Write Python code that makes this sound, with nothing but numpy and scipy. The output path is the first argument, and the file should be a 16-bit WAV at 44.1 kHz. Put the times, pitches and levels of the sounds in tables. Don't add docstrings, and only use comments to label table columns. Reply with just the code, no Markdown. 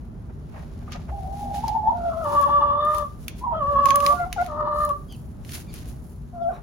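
import sys
import numpy as np
from scipy import signal
from scipy.fft import rfft, irfft, next_fast_len
from scipy.io import wavfile

SR = 44100
rng = np.random.default_rng(int(sys.argv[2]) if len(sys.argv) > 2 else 0)


def dump_mix(stems):
    frames = np.atleast_2d(stems).T
    limited = np.clip(frames, -1, 1)
    pcm = np.round(limited * 32767).astype(np.int16)
    wavfile.write(sys.argv[1], SR, pcm)


N = 291942
TIME = np.arange(N) / SR

# freq_hz, density_db_per_hz
CRISP_SPECTRUM = [(300, -76), (8000, -7), (9200, -5.5), (11000, -3), (13000, -13.5), (16000, -11)]


def from_db(db):
    return 10 ** (np.asarray(db) / 20)


def rms_one(x):
    return x / np.sqrt(np.mean(x ** 2) + 1e-20)


def in_time(rows):
    time_s, *columns = np.transpose(rows)
    return [np.interp(TIME, time_s, column) for column in columns]


def at_hz(points, hz):
    freq_hz, value = np.array(points).T
    return np.interp(np.log(np.maximum(hz, 1)), np.log(freq_hz), value)


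def drift(rate_hz):
    step = 20
    pole = np.exp(-2 * np.pi * rate_hz * step / SR)
    white = rng.standard_normal(N // step + 2002)
    slow = signal.lfilter([1], [1, -2 * pole, pole * pole], white)[2000:]
    return np.interp(np.arange(N) / step, np.arange(len(slow)), rms_one(slow))


def coloured(pair, spectrum):
    # freq_hz, left_right_likeness
    likeness = [(30, 0.065), (70, 1), (140, 0.85), (280, 0.78), (600, 0.12), (2000, 0.061), (6000, 0.28),
                (12000, 0.39)]
    size = next_fast_len(N)
    hz = np.arange(size // 2 + 1) * SR / size
    mid, side = rfft(pair, size) * from_db(at_hz(spectrum, hz))
    alike = np.clip(at_hz(likeness, hz), -1, 1)
    stereo = np.sqrt(1 + alike) * mid + np.sqrt(1 - alike) * side * [[1], [-1]]
    return rms_one(irfft(stereo, size)[:, :N])


def noise(spectrum):
    return coloured(rng.standard_normal((2, N)), spectrum)


def gate(start_s, end_s, fade_s):
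    return np.clip(np.minimum(TIME - start_s, end_s - TIME) / fade_s, 0, 1)


def turning(hz):
    return 2 * np.pi * np.cumsum(hz) / SR


def coop(x, wet_db):
    t60_s, rise_s = 0.36, 0.0049
    age = TIME[:SR // 2]
    envelope = from_db(-60 * age / t60_s) * np.minimum(age / rise_s, 1)
    tail = rng.standard_normal((2, len(age))) * envelope
    tail /= np.sqrt(np.sum(tail ** 2, axis=1, keepdims=True))
    return from_db(wet_db) * signal.fftconvolve(np.atleast_2d(x), tail, axes=1)[:, :N]


def boards(x):
    # delay_s, left_gain, right_gain
    echoes = [(.0032, 0.0024, -0.19), (.0084, -0.46, 0.56), (0.019, -.15, .22), (0.0193, 0.077, -0.36)]
    return sum(np.interp(TIME - delay_s, TIME, x) * np.array([[left], [right]])
               for delay_s, left, right in echoes)


def rumble():
    # freq_hz, density_db_per_hz
    spectrum = [(15, -37), (25, -12), (54, 4), (113, -4.5), (152, -5), (243, -10.5), (264, -16),
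                (355, -17.5), (439, -21), (521, -26.5), (604, -24), (1300, -34), (1780, -40.5), (2970, -53),
                (4000, -62.5), (5200, -88.5), (8800, -120)]
    # time_s, level_db
    level_curve = [(0, -37), (1.0, -36), (1.5, -34.5), (3.0, -37.5), (3.6, -34.5), (5.0, -37.5), (5.9, -35),
                   (6.15, -39), (6.6, -40)]
    return from_db(in_time(level_curve)[0]) * noise(spectrum)


def hum(waver_share=0.01193, swell_db=4.0):
    # mean_pitch_hz, mean_level_db
    tones = [(146, -55), (238, -53), (389, -65)]
    out = 0
    for hz, db in tones:
        level = np.sqrt(2) * from_db(db + swell_db * drift(3))
        out = out + level * np.sin(turning(hz * (1 + waver_share * drift(7.96))))
    return out


def rustle_levels():
    # peak_s, rise_s, fall_s, rustle_rel_db, crisp_rel_db
    movements = [(0.57, 0.11, 0.87, -69, -67), (0.926, 0.0072, 0.025, -45.5, -71),
                 (1.015, .02, 0.04, -64, -84), (1.419, 0.19, 0.17, -62, -55),
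                 (1.547, 0.0099, 0.057, -50, -45.5), (1.69, 0.091, 0.06, -56.5, -59.5),
                 (2.08, 0.2, 0.16, -65.5, -63), (2.341, 0.097, 0.12, -55, -46),
                 (2.429, .02, 0.017, -56, -50), (2.975, 0.065, 0.061, -57, -47),
                 (3.249, 0.091, 0.052, -69, -56.5), (3.393, 0.018, 0.024, -60, -51),
                 (3.72, 0.083, 0.14, -69, -60.5), (3.891, 0.025, 0.013, -45, -43.5),
                 (4.071, 0.066, 0.081, -49, -39.5), (4.42, 0.065, 0.08, -56.5, -56),
                 (4.8, 0.036, 0.11, -63.5, -47.5), (5.149, 0.088, 0.16, -92, -58),
                 (5.551, 0.036, 0.041, -46, -37), (5.753, 0.023, 0.076, -53.5, -48),
                 (5.89, 0.014, 0.032, -63, -49.5), (6.099, 0.17, 0.094, -87, -58.5),
                 (6.55, 0.17, 0.046, -83.5, -63.5)]
    stir_rel_db, stir_crisp_rel_db = -78, -73
    power = from_db([[stir_rel_db], [stir_crisp_rel_db]]) ** 2
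    for peak_s, rise_s, fall_s, rustle_db, crisp_db in movements:
        distance = np.maximum((peak_s - TIME) / rise_s, (TIME - peak_s) / fall_s)
        swell = np.exp(-distance.clip(0, 20))
        power = power + (from_db([[rustle_db], [crisp_db]]) * swell) ** 2
    return np.sqrt(power)


def straw(grain_db=2.5, rustle_db=8.5, crisp_db=0.5, snaps_per_s=35, snap_db=19):
    # freq_hz, density_db_per_hz
    spectrum = [(300, 9.5), (700, -11), (1500, 2), (2500, 2.5), (4000, 1), (6500, -3.5), (7500, -8),
                (8300, -16.5), (16000, -49)]
    rustle, crisp = rustle_levels()
    grain_level = from_db(grain_db * np.clip(drift(610), -3, 3) + drift(24))
    grains = rng.standard_normal((2, N)) * grain_level
    snaps = (rng.random(N) < snaps_per_s / SR) * rng.standard_normal(N) * from_db(snap_db)
    grains = grains + snaps * np.array([[1], [.5]])
    body = rustle * from_db(rustle_db) * coloured(grains, spectrum)
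    return body + crisp * from_db(crisp_db) * coloured(grains, CRISP_SPECTRUM)


def scuffs():
    # centre_s, length_s, level_db
    drags = [(0.303, 0.013, -46.5), (0.579, 0.082, -45), (0.75, 0.15, -58.5), (0.827, 0.016, -50),
             (0.9, 0.041, -48), (0.957, 0.019, -40), (1, 0.045, -51.5), (1.095, 0.021, -43),
             (1.678, 0.039, -46), (5.572, 0.034, -51), (6.557, 0.076, -47.5)]
    # freq_hz, density_db_per_hz
    spectrum = [(200, -31), (600, 16.5), (1200, 6), (2500, -3.5), (4000, -24), (8000, -38)]
    swell = sum(from_db(db) * np.exp(-2 * ((TIME - s) / length_s) ** 2) for s, length_s, db in drags)
    return swell * from_db(4 * np.tanh(drift(70))) * noise(spectrum)


def pecks(tail_db=-16, split_hz=8000):
    # start_s, level_db, crisp_top_vs_body_db
    strikes = [(0.498, -62, 2), (0.9213, -33, -9), (1.6785, -44.5, 11), (1.681, -34.5, 18),
               (1.6925, -47, -4), (2.244, -39, 16), (2.413, -33, 25.5), (2.8506, -38, 18),
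               (2.9475, -31.5, 4), (2.983, -27, 6.5), (3.2819, -20.5, 0), (3.857, -19, -2.5),
               (3.8882, -33, -12), (3.906, -16.5, -11), (3.9582, -16.5, 9), (4.004, -26.5, -6),
               (4.064, -16.5, -3), (4.328, -20.5, -3), (4.414, -37, 8), (4.446, -42, 6), (4.4629, -32, -6),
               (4.851, -29.5, 22), (4.8918, -35, 6), (5.124, -38, 6), (5.449, -40, -4),
               (5.4928, -33.5, -7.5), (5.74, -30, 12)]
    # freq_hz, density_db_per_hz
    body_spectrum = [(1120, -19), (1900, -3.5), (2170, -2), (2810, -4.5), (5020, -12.5), (5640, -13.5),
                     (6390, -5.5), (7980, -30), (11000, -11.5), (16000, -26)]
    crack_s, scatter_s = .0013, .012
    body, top = np.zeros(N), np.zeros(N)
    age = TIME[:SR // 10]
    shape = np.exp(-age / crack_s) + from_db(tail_db) * np.exp(-age / scatter_s)
    for start_s, level_db, treble_db in strikes:
        at = round(start_s * SR)
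        total = np.hypot(1, from_db(treble_db))
        body[at:at + len(age)] += shape * from_db(level_db) / total
        top[at:at + len(age)] += shape * from_db(level_db + treble_db) / total
    dull = signal.butter(4, split_hz, fs=SR, output="sos")
    knock = body * rms_one(signal.sosfilt(dull, noise(body_spectrum)))
    return knock + top * noise(CRISP_SPECTRUM) + coop(knock, wet_db=-10)


def thumps():
    # centre_s, pitch_hz, level_db
    thump_rows = [(0.75, 70, -29.5), (0.995, 159, -35), (1.125, 63.5, -27), (1.24, 73, -29.5),
                  (5.481, 115, -38.5), (5.96, 127, -32.5)]
    width_s = 0.031
    return sum(from_db(db) * np.exp(-((TIME - s) / width_s) ** 2) * np.sin(2 * np.pi * hz * (TIME - s))
               for s, hz, db in thump_rows)


def knocks(wet_db=-6):
    # start_s, level_db
    bumps = [(0.878, -34), (0.919, -34), (0.946, -35)]
    pitch_hz, t60_s, rise_s = 1217, .04, .002
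    out, age = np.zeros(N), TIME[:SR // 10]
    ring = np.sin(2 * np.pi * pitch_hz * age) * from_db(-60 * age / t60_s) * np.minimum(age / rise_s, 1)
    for start_s, db in bumps:
        at = round(start_s * SR)
        out[at:at + len(age)] += from_db(db) * ring
    return out + coop(out, wet_db)


def squeaks(flutter_db=4.5, level_db=-4.0, octave_db=-42, under_ratio=.88):
    # time_s, pitch_hz, level_rel_db
    curves = [
        [(1.08, 651, -52), (1.112, 635, -42), (1.125, 807, -35.5), (1.25, 760, -35), (1.385, 820, -34.5),
         (1.46, 794, -28), (1.5, 798, -32), (1.58, 812, -27.5), (1.628, 858, -39), (1.643, 936, -17.5),
         (1.668, 866, -37.5), (1.685, 858, -21), (1.705, 840, -33), (1.76, 887, -17.5), (1.81, 839, -33.5),
         (1.882, 882, -14), (1.905, 960, -21), (1.915, 869, -25.5), (1.96, 964, -27)],
        [(3.405, 930, -45), (3.443, 1020, -24.5), (3.457, 1017, -33.5), (3.468, 940, -24), (3.51, 952, -23.5),
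         (3.55, 910, -33)],
    ]
    under_levels = [-8.5, -13]
    out = 0
    for rows, under_db in zip(curves, under_levels):
        hz, db = in_time(rows)
        phase = turning(hz * (1 + .018 * drift(70)))
        under_phase = turning(hz * under_ratio * (1 + 0.0643 * drift(68)))
        tone = np.sin(phase) + from_db(octave_db) * np.sin(2 * phase)
        tone = tone + from_db(under_db) * np.sin(under_phase)
        level = from_db(db + level_db + flutter_db * np.tanh(drift(41)))
        out = out + np.sqrt(2) * tone * level * gate(rows[0][0], rows[-1][0], 0.011)
    return out


def taps():
    # start_s, level_db
    contacts = [(1.681, -34), (1.6835, -34), (1.69, -40.5), (4.064, -18.5)]
    # mode_hz, mode_level_rel_db, t60_s
    tub_modes = [(2300, -8, .025), (3300, -5, .015), (4150, -3.5, .018), (4650, 1, .014), (5050, -1, .018),
                 (6200, -4, .012)]
    out, age = np.zeros((2, N)), TIME[:SR // 10]
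    for start_s, db in contacts:
        at = round(start_s * SR)
        for hz, mode_db, t60_s in tub_modes:
            tap_hz = hz * (1 + 0.0051 * rng.standard_normal())
            ring = np.sin(2 * np.pi * tap_hz * age + rng.uniform(0, np.pi, (2, 1)))
            out[:, at:at + len(age)] += from_db(db + mode_db - 60 * age / t60_s) * ring
    return out + coop(out, wet_db=-19)


def bird(partial_db=-7):
    # start_s, length_s, start_pitch_hz, end_pitch_hz, level_db
    chirp_rows = [(1.862, 0.04, 3450, 3400, -58), (5.082, 0.085, 3240, 2630, -48.5),
                  (5.665, 0.061, 2440, 2130, -56), (5.68, 0.045, 4640, 4420, -55),
                  (6.405, 0.057, 3460, 3100, -62.5), (6.516, 0.074, 3940, 3580, -61.5)]
    out, shake = np.zeros(N), 1 + .05 * drift(400)
    for start_s, length_s, start_hz, end_hz, db in chirp_rows:
        span = (TIME > start_s) & (TIME < start_s + length_s)
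        along = (TIME[span] - start_s) / length_s
        phase = turning((start_hz + (end_hz - start_hz) * along ** 2) * shake[span]) / 2
        partials = np.sin(3 * phase) + np.sin(4 * phase) / 2
        tone = np.sin(2 * phase) + from_db(partial_db) * partials
        out[span] += from_db(db) * np.sin(np.pi * along) * tone
    return out


def husk_noise():
    width_hz, below_hz = 90, 25
    sos = signal.butter(3, width_hz, fs=SR, output="sos")
    real, imaginary = rms_one(signal.sosfilt(sos, rng.standard_normal((2, N))))
    return (real + 1j * imaginary) / np.sqrt(2) * np.exp(-2j * np.pi * below_hz * TIME)


def octave_breaks():
    # time_s, rattle_depth_0_to_1
    depth_curve = [(2.2, .6), (2.35, .6), (2.37, .05), (2.57, .05), (2.6, .45), (2.69, .2), (2.76, .5),
                   (2.81, .5), (2.84, .1), (3.0, .3), (3.55, .5), (3.65, .1), (4.4, .05), (4.5, .8),
                   (4.7, .7), (4.8, .45), (4.83, .05)]
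    catch_times = [2.468, 2.61, 2.662, 2.728, 2.765, 2.817, 3.04, 3.783, 3.808, 3.882, 4.024, 4.059, 4.77,
                   4.875, 4.929]
    rattle_hz, catch_s = 66, .0055
    rattle = in_time(depth_curve)[0] * np.sin(turning(rattle_hz * (1 + .22 * drift(40))))
    held = np.prod([1 - np.exp(-((TIME - s) / catch_s) ** 2) for s in catch_times], axis=0)
    return (1 + rattle) * held


def calls(curves, jitter, flutter_db, octave_db, base_db, rasp_db, beat_hz, low_share, buzz_db=0,
          beak_half_width_hz=170):
    # freq_hz, gain_rel_db
    throat = [(1800, -32), (2300, -56), (2870, -38), (3000, -46), (3450, -43), (3650, -48), (4100, -56),
              (4650, -48), (5250, -51), (5800, -62)]
    # time_s, centre_hz, gain_rel_db
    beak = [(1.95, 3350, -50), (2.22, 3150, -37), (2.3, 3215, -41), (2.56, 3340, -34), (2.63, 3194, -28.5),
            (2.74, 3230, -26.5), (2.805, 3544, -23), (2.87, 3637, -39), (3.05, 3600, -33.5),
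            (3.54, 2970, -30), (3.58, 3060, -23.5), (3.63, 2970, -44), (3.7, 3210, -47.5),
            (4.1, 3360, -49.5), (4.2, 2105, -26), (4.42, 2180, -22), (4.5, 4020, -51), (4.65, 4070, -44),
            (4.8, 4120, -38.5), (4.92, 4130, -38), (6.4, 3480, -58)]
    # time_s, spread_share_of_pitch
    unsteady = [(1.92, .035), (2.05, .035), (2.065, .005), (2.1, .005), (2.125, .045), (2.16, .015),
                (2.22, .035), (2.26, 0), (3.5, 0), (3.53, .03), (3.61, 0), (4.48, 0), (4.5, .018),
                (4.6, .012), (4.75, 0), (6.49, 0), (6.52, .04), (6.56, .08)]
    husk_db = -3.5
    third_husk, least_upper_husk = 1.4, .5
    out = np.zeros(N)
    beak_hz, beak_db = in_time(beak)
    quaver = np.sin(turning(13 * (1 + 0.235 * drift(12.1))))
    stagger = in_time(unsteady)[0] * drift(90)
    wobble = 1 + jitter * (quaver + drift(45)) + 0.0055 * drift(200) + stagger
    beat = turning(beat_hz * (1 + 0.2 * drift(60)))
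    flutter = flutter_db * np.tanh(drift(36) + quaver / 2)
    sway = flutter_db * np.tanh(drift(71))
    breaks = octave_breaks()
    grit, rattle = from_db(2.5 * np.tanh(drift(90))), drift(130)
    husk = from_db(husk_db) * husk_noise()
    upper_husk = husk_noise()
    for rows in curves:
        start_s, end_s = rows[0][0], rows[-1][0]
        span = (TIME > start_s) & (TIME < end_s)
        hz, first, second, rasp = [column[span] for column in in_time(rows)]
        phase, b, shake = turning(hz * wobble[span]), beat[span], flutter[span]
        fundamental = from_db(first + base_db + sway[span]) * np.sin(phase)
        octave = from_db(second + octave_db + shake) * breaks[span] * np.sin(2 * phase)

        sidebands = np.sin(2 * phase - b) + 0.094 * np.sin(2 * phase + b)
        sidebands += 0.1 * np.sin(phase + b) + low_share * np.sin(phase - b)
        sidebands += np.imag(husk[span] * np.exp(2j * phase))

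        effort = np.sqrt(from_db(first) ** 2 / 2 + from_db(second) ** 2 + from_db(rasp) ** 2)
        rasp_share = from_db(rasp) / effort
        smear = (.1 + 1.5 * rasp_share) * rattle[span]
        buzz = 0
        for k in range(3, 11):
            off_centre = (k * hz - beak_hz[span]) / beak_half_width_hz
            nasal = from_db(beak_db[span]) / (1 + off_centre ** 2)
            hoarse = third_husk if k == 3 else least_upper_husk + rasp_share
            hoarse_band = np.imag(upper_husk[span] * np.exp(1j * k * phase))
            overtone = np.sin(k * phase + smear) + hoarse * hoarse_band
            buzz = buzz + (from_db(at_hz(throat, k * hz)) + nasal) * overtone

        rough = from_db(rasp + rasp_db - shake / 2) * sidebands
        voice = fundamental + octave + grit[span] * (rough + from_db(buzz_db) * effort * buzz)
        out[span] += np.sqrt(2) * voice * gate(start_s, end_s, 0.008)[span]
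    return out


def moans():
    # time_s, pitch_hz, fundamental_rel_db, octave_rel_db, rasp_rel_db
    curves = [
        [(1.915, 690, -32.5, -62.5, -65), (2.0, 690, -32, -53, -63), (2.09, 679, -22, -44, -69),
         (2.13, 641, -34, -43, -37), (2.17, 664.5, -27.5, -48, -51), (2.235, 650.4, -29.5, -37, -51.5),
         (2.258, 583.4, -27, -29, -31.5), (2.3, 574.5, -33.5, -43, -30.5), (2.354, 586.4, -25, -28.5, -25.5),
         (2.378, 571.6, -40, -18, -40.5), (2.406, 578, -26.5, -26.5, -31), (2.436, 562.7, -38, -16.5, -45.5),
         (2.472, 575, -27.5, -27, -33), (2.5, 575.8, -38, -22.5, -27.5), (2.565, 576, -28.5, -20.5, -47.5),
         (2.594, 570.4, -31, -25.5, -31), (2.625, 577, -32, -21, -26.5), (2.658, 580.3, -32, -29, -33),
         (2.7, 572.4, -34.5, -21, -37), (2.772, 582.4, -31, -32, -36), (2.836, 593.7, -27, -21, -43),
         (2.91, 604.3, -30, -21.5, -39), (2.975, 598, -34.5, -28.5, -36.5), (3.025, 588, -30, -30, -47),
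         (3.08, 559, -62, -46, -65)],
        [(3.515, 673, -40, -55.5, -49), (3.532, 667, -26.5, -64, -39.5), (3.542, 632, -26.5, -34, -39.5),
         (3.588, 631.6, -28.5, -35, -58), (3.63, 559.3, -31.5, -25, -49.5), (3.72, 579, -27.5, -27.5, -49),
         (3.775, 555.7, -27.5, -17.5, -52), (3.835, 574, -26, -21.5, -51), (3.862, 542.5, -29, -16.5, -46),
         (3.886, 573, -31.5, -17, -41.5), (3.916, 543.4, -40, -16.5, -52), (3.945, 573.4, -26.5, -21.5, -47),
         (4.01, 572, -29.5, -23.5, -63), (4.076, 569, -28, -20.5, -47.5), (4.1, 583.3, -26.5, -21.5, -56),
         (4.128, 571, -41, -22, -34), (4.14, 613, -14, -49, -34)],
        [(4.47, 660, -42, -56, -51), (4.5, 597, -34.5, -41, -44.5), (4.57, 597.5, -34, -38, -37),
         (4.615, 600, -29, -27, -34), (4.655, 598, -28, -44, -33), (4.68, 592, -34, -28.5, -25),
         (4.7, 605, -27.5, -33.5, -42), (4.725, 595, -32, -27.5, -33), (4.76, 592, -27, -28.5, -39),
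         (4.785, 599.4, -31.5, -25.5, -44.5), (4.846, 598.4, -30, -20.5, -54),
         (4.886, 590.6, -31.5, -35.5, -39), (4.912, 566, -33, -21.5, -61), (4.93, 588, -44, -34.5, -63),
         (4.97, 572, -45, -53, -64)],
    ]
    return calls(curves, jitter=.003, flutter_db=2.5, octave_db=1.5, base_db=-1.5, rasp_db=-2.0,
                 beat_hz=226, low_share=0.18)


def short_calls():
    # time_s, pitch_hz, fundamental_rel_db, octave_rel_db, rasp_rel_db
    curves = [
        [(4.09, 706, -44, -67, -65), (4.15, 719.5, -28, -40, -42), (4.182, 702, -41.5, -27.5, -49),
         (4.205, 716.4, -21.5, -30, -63), (4.245, 675, -39, -24, -44), (4.268, 748, -31, -72, -55),
         (4.28, 732, -44, -65, -58), (4.34, 723, -45, -66, -57)],
        [(4.361, 815, -23, -62, -49), (4.369, 820, -32.5, -62, -47), (4.384, 705, -27.5, -24, -49),
         (4.425, 713, -20, -28, -52), (4.436, 705, -39, -43, -57), (4.455, 736, -40, -58, -52),
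         (4.48, 723, -38, -61, -55)],
        [(6.325, 705, -50, -77, -77), (6.346, 702, -41, -57, -61), (6.4, 669, -35, -44, -58),
         (6.42, 690, -25.5, -41, -65), (6.437, 675, -31, -47, -65), (6.462, 680, -24.5, -37, -68),
         (6.487, 688, -23.5, -45, -67), (6.496, 767, -30.5, -39, -58), (6.508, 682, -26.5, -33.5, -54),
         (6.516, 680, -36.5, -58, -43), (6.53, 727, -35, -48, -45), (6.548, 694, -45, -65, -52),
         (6.58, 663, -52, -72, -50), (6.605, 657, -60, -75, -60)],
    ]
    return calls(curves, jitter=0.0066, flutter_db=2.0, octave_db=-9.5, base_db=-0.1, rasp_db=-4.0,
                 beat_hz=360.0, low_share=1.0, buzz_db=-8)


def hen_in_coop():
    # time_s, left_minus_right_db
    head = [(1.1, 1), (1.4, 6.5), (1.7, -1), (2.4, 4), (2.68, 2.5), (2.8, 2.5), (3.05, 9.5), (3.6, -1.5),
            (4.05, -7), (4.25, 10), (4.8, 3.5), (6.45, 6.5)]
    left_lag_s = .00009
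    hen = squeaks() + moans() + short_calls()
    pan_db = in_time(head)[0]
    left = np.interp(TIME - left_lag_s, TIME, hen) * from_db(pan_db / 2)
    direct = np.array([left, hen * from_db(-pan_db / 2)])
    return direct + boards(hen) + coop(hen, wet_db=-12)


def scene():
    bed = rumble() + hum() + straw()
    contacts = scuffs() + pecks() + thumps() + knocks() + taps()
    chirps = bird()
    return bed + contacts + hen_in_coop() + chirps + coop(chirps, wet_db=-8)


def record(dry):
    dip_hz, dip_q, cutoff_hz = 8150, 5.5, 16200
    dipped = signal.lfilter(*signal.iirnotch(dip_hz, dip_q, fs=SR), dry)
    return signal.sosfilt(signal.ellip(10, .1, 80, cutoff_hz, fs=SR, output="sos"), dipped)


dry = scene()
out = record(dry)
dump_mix(out)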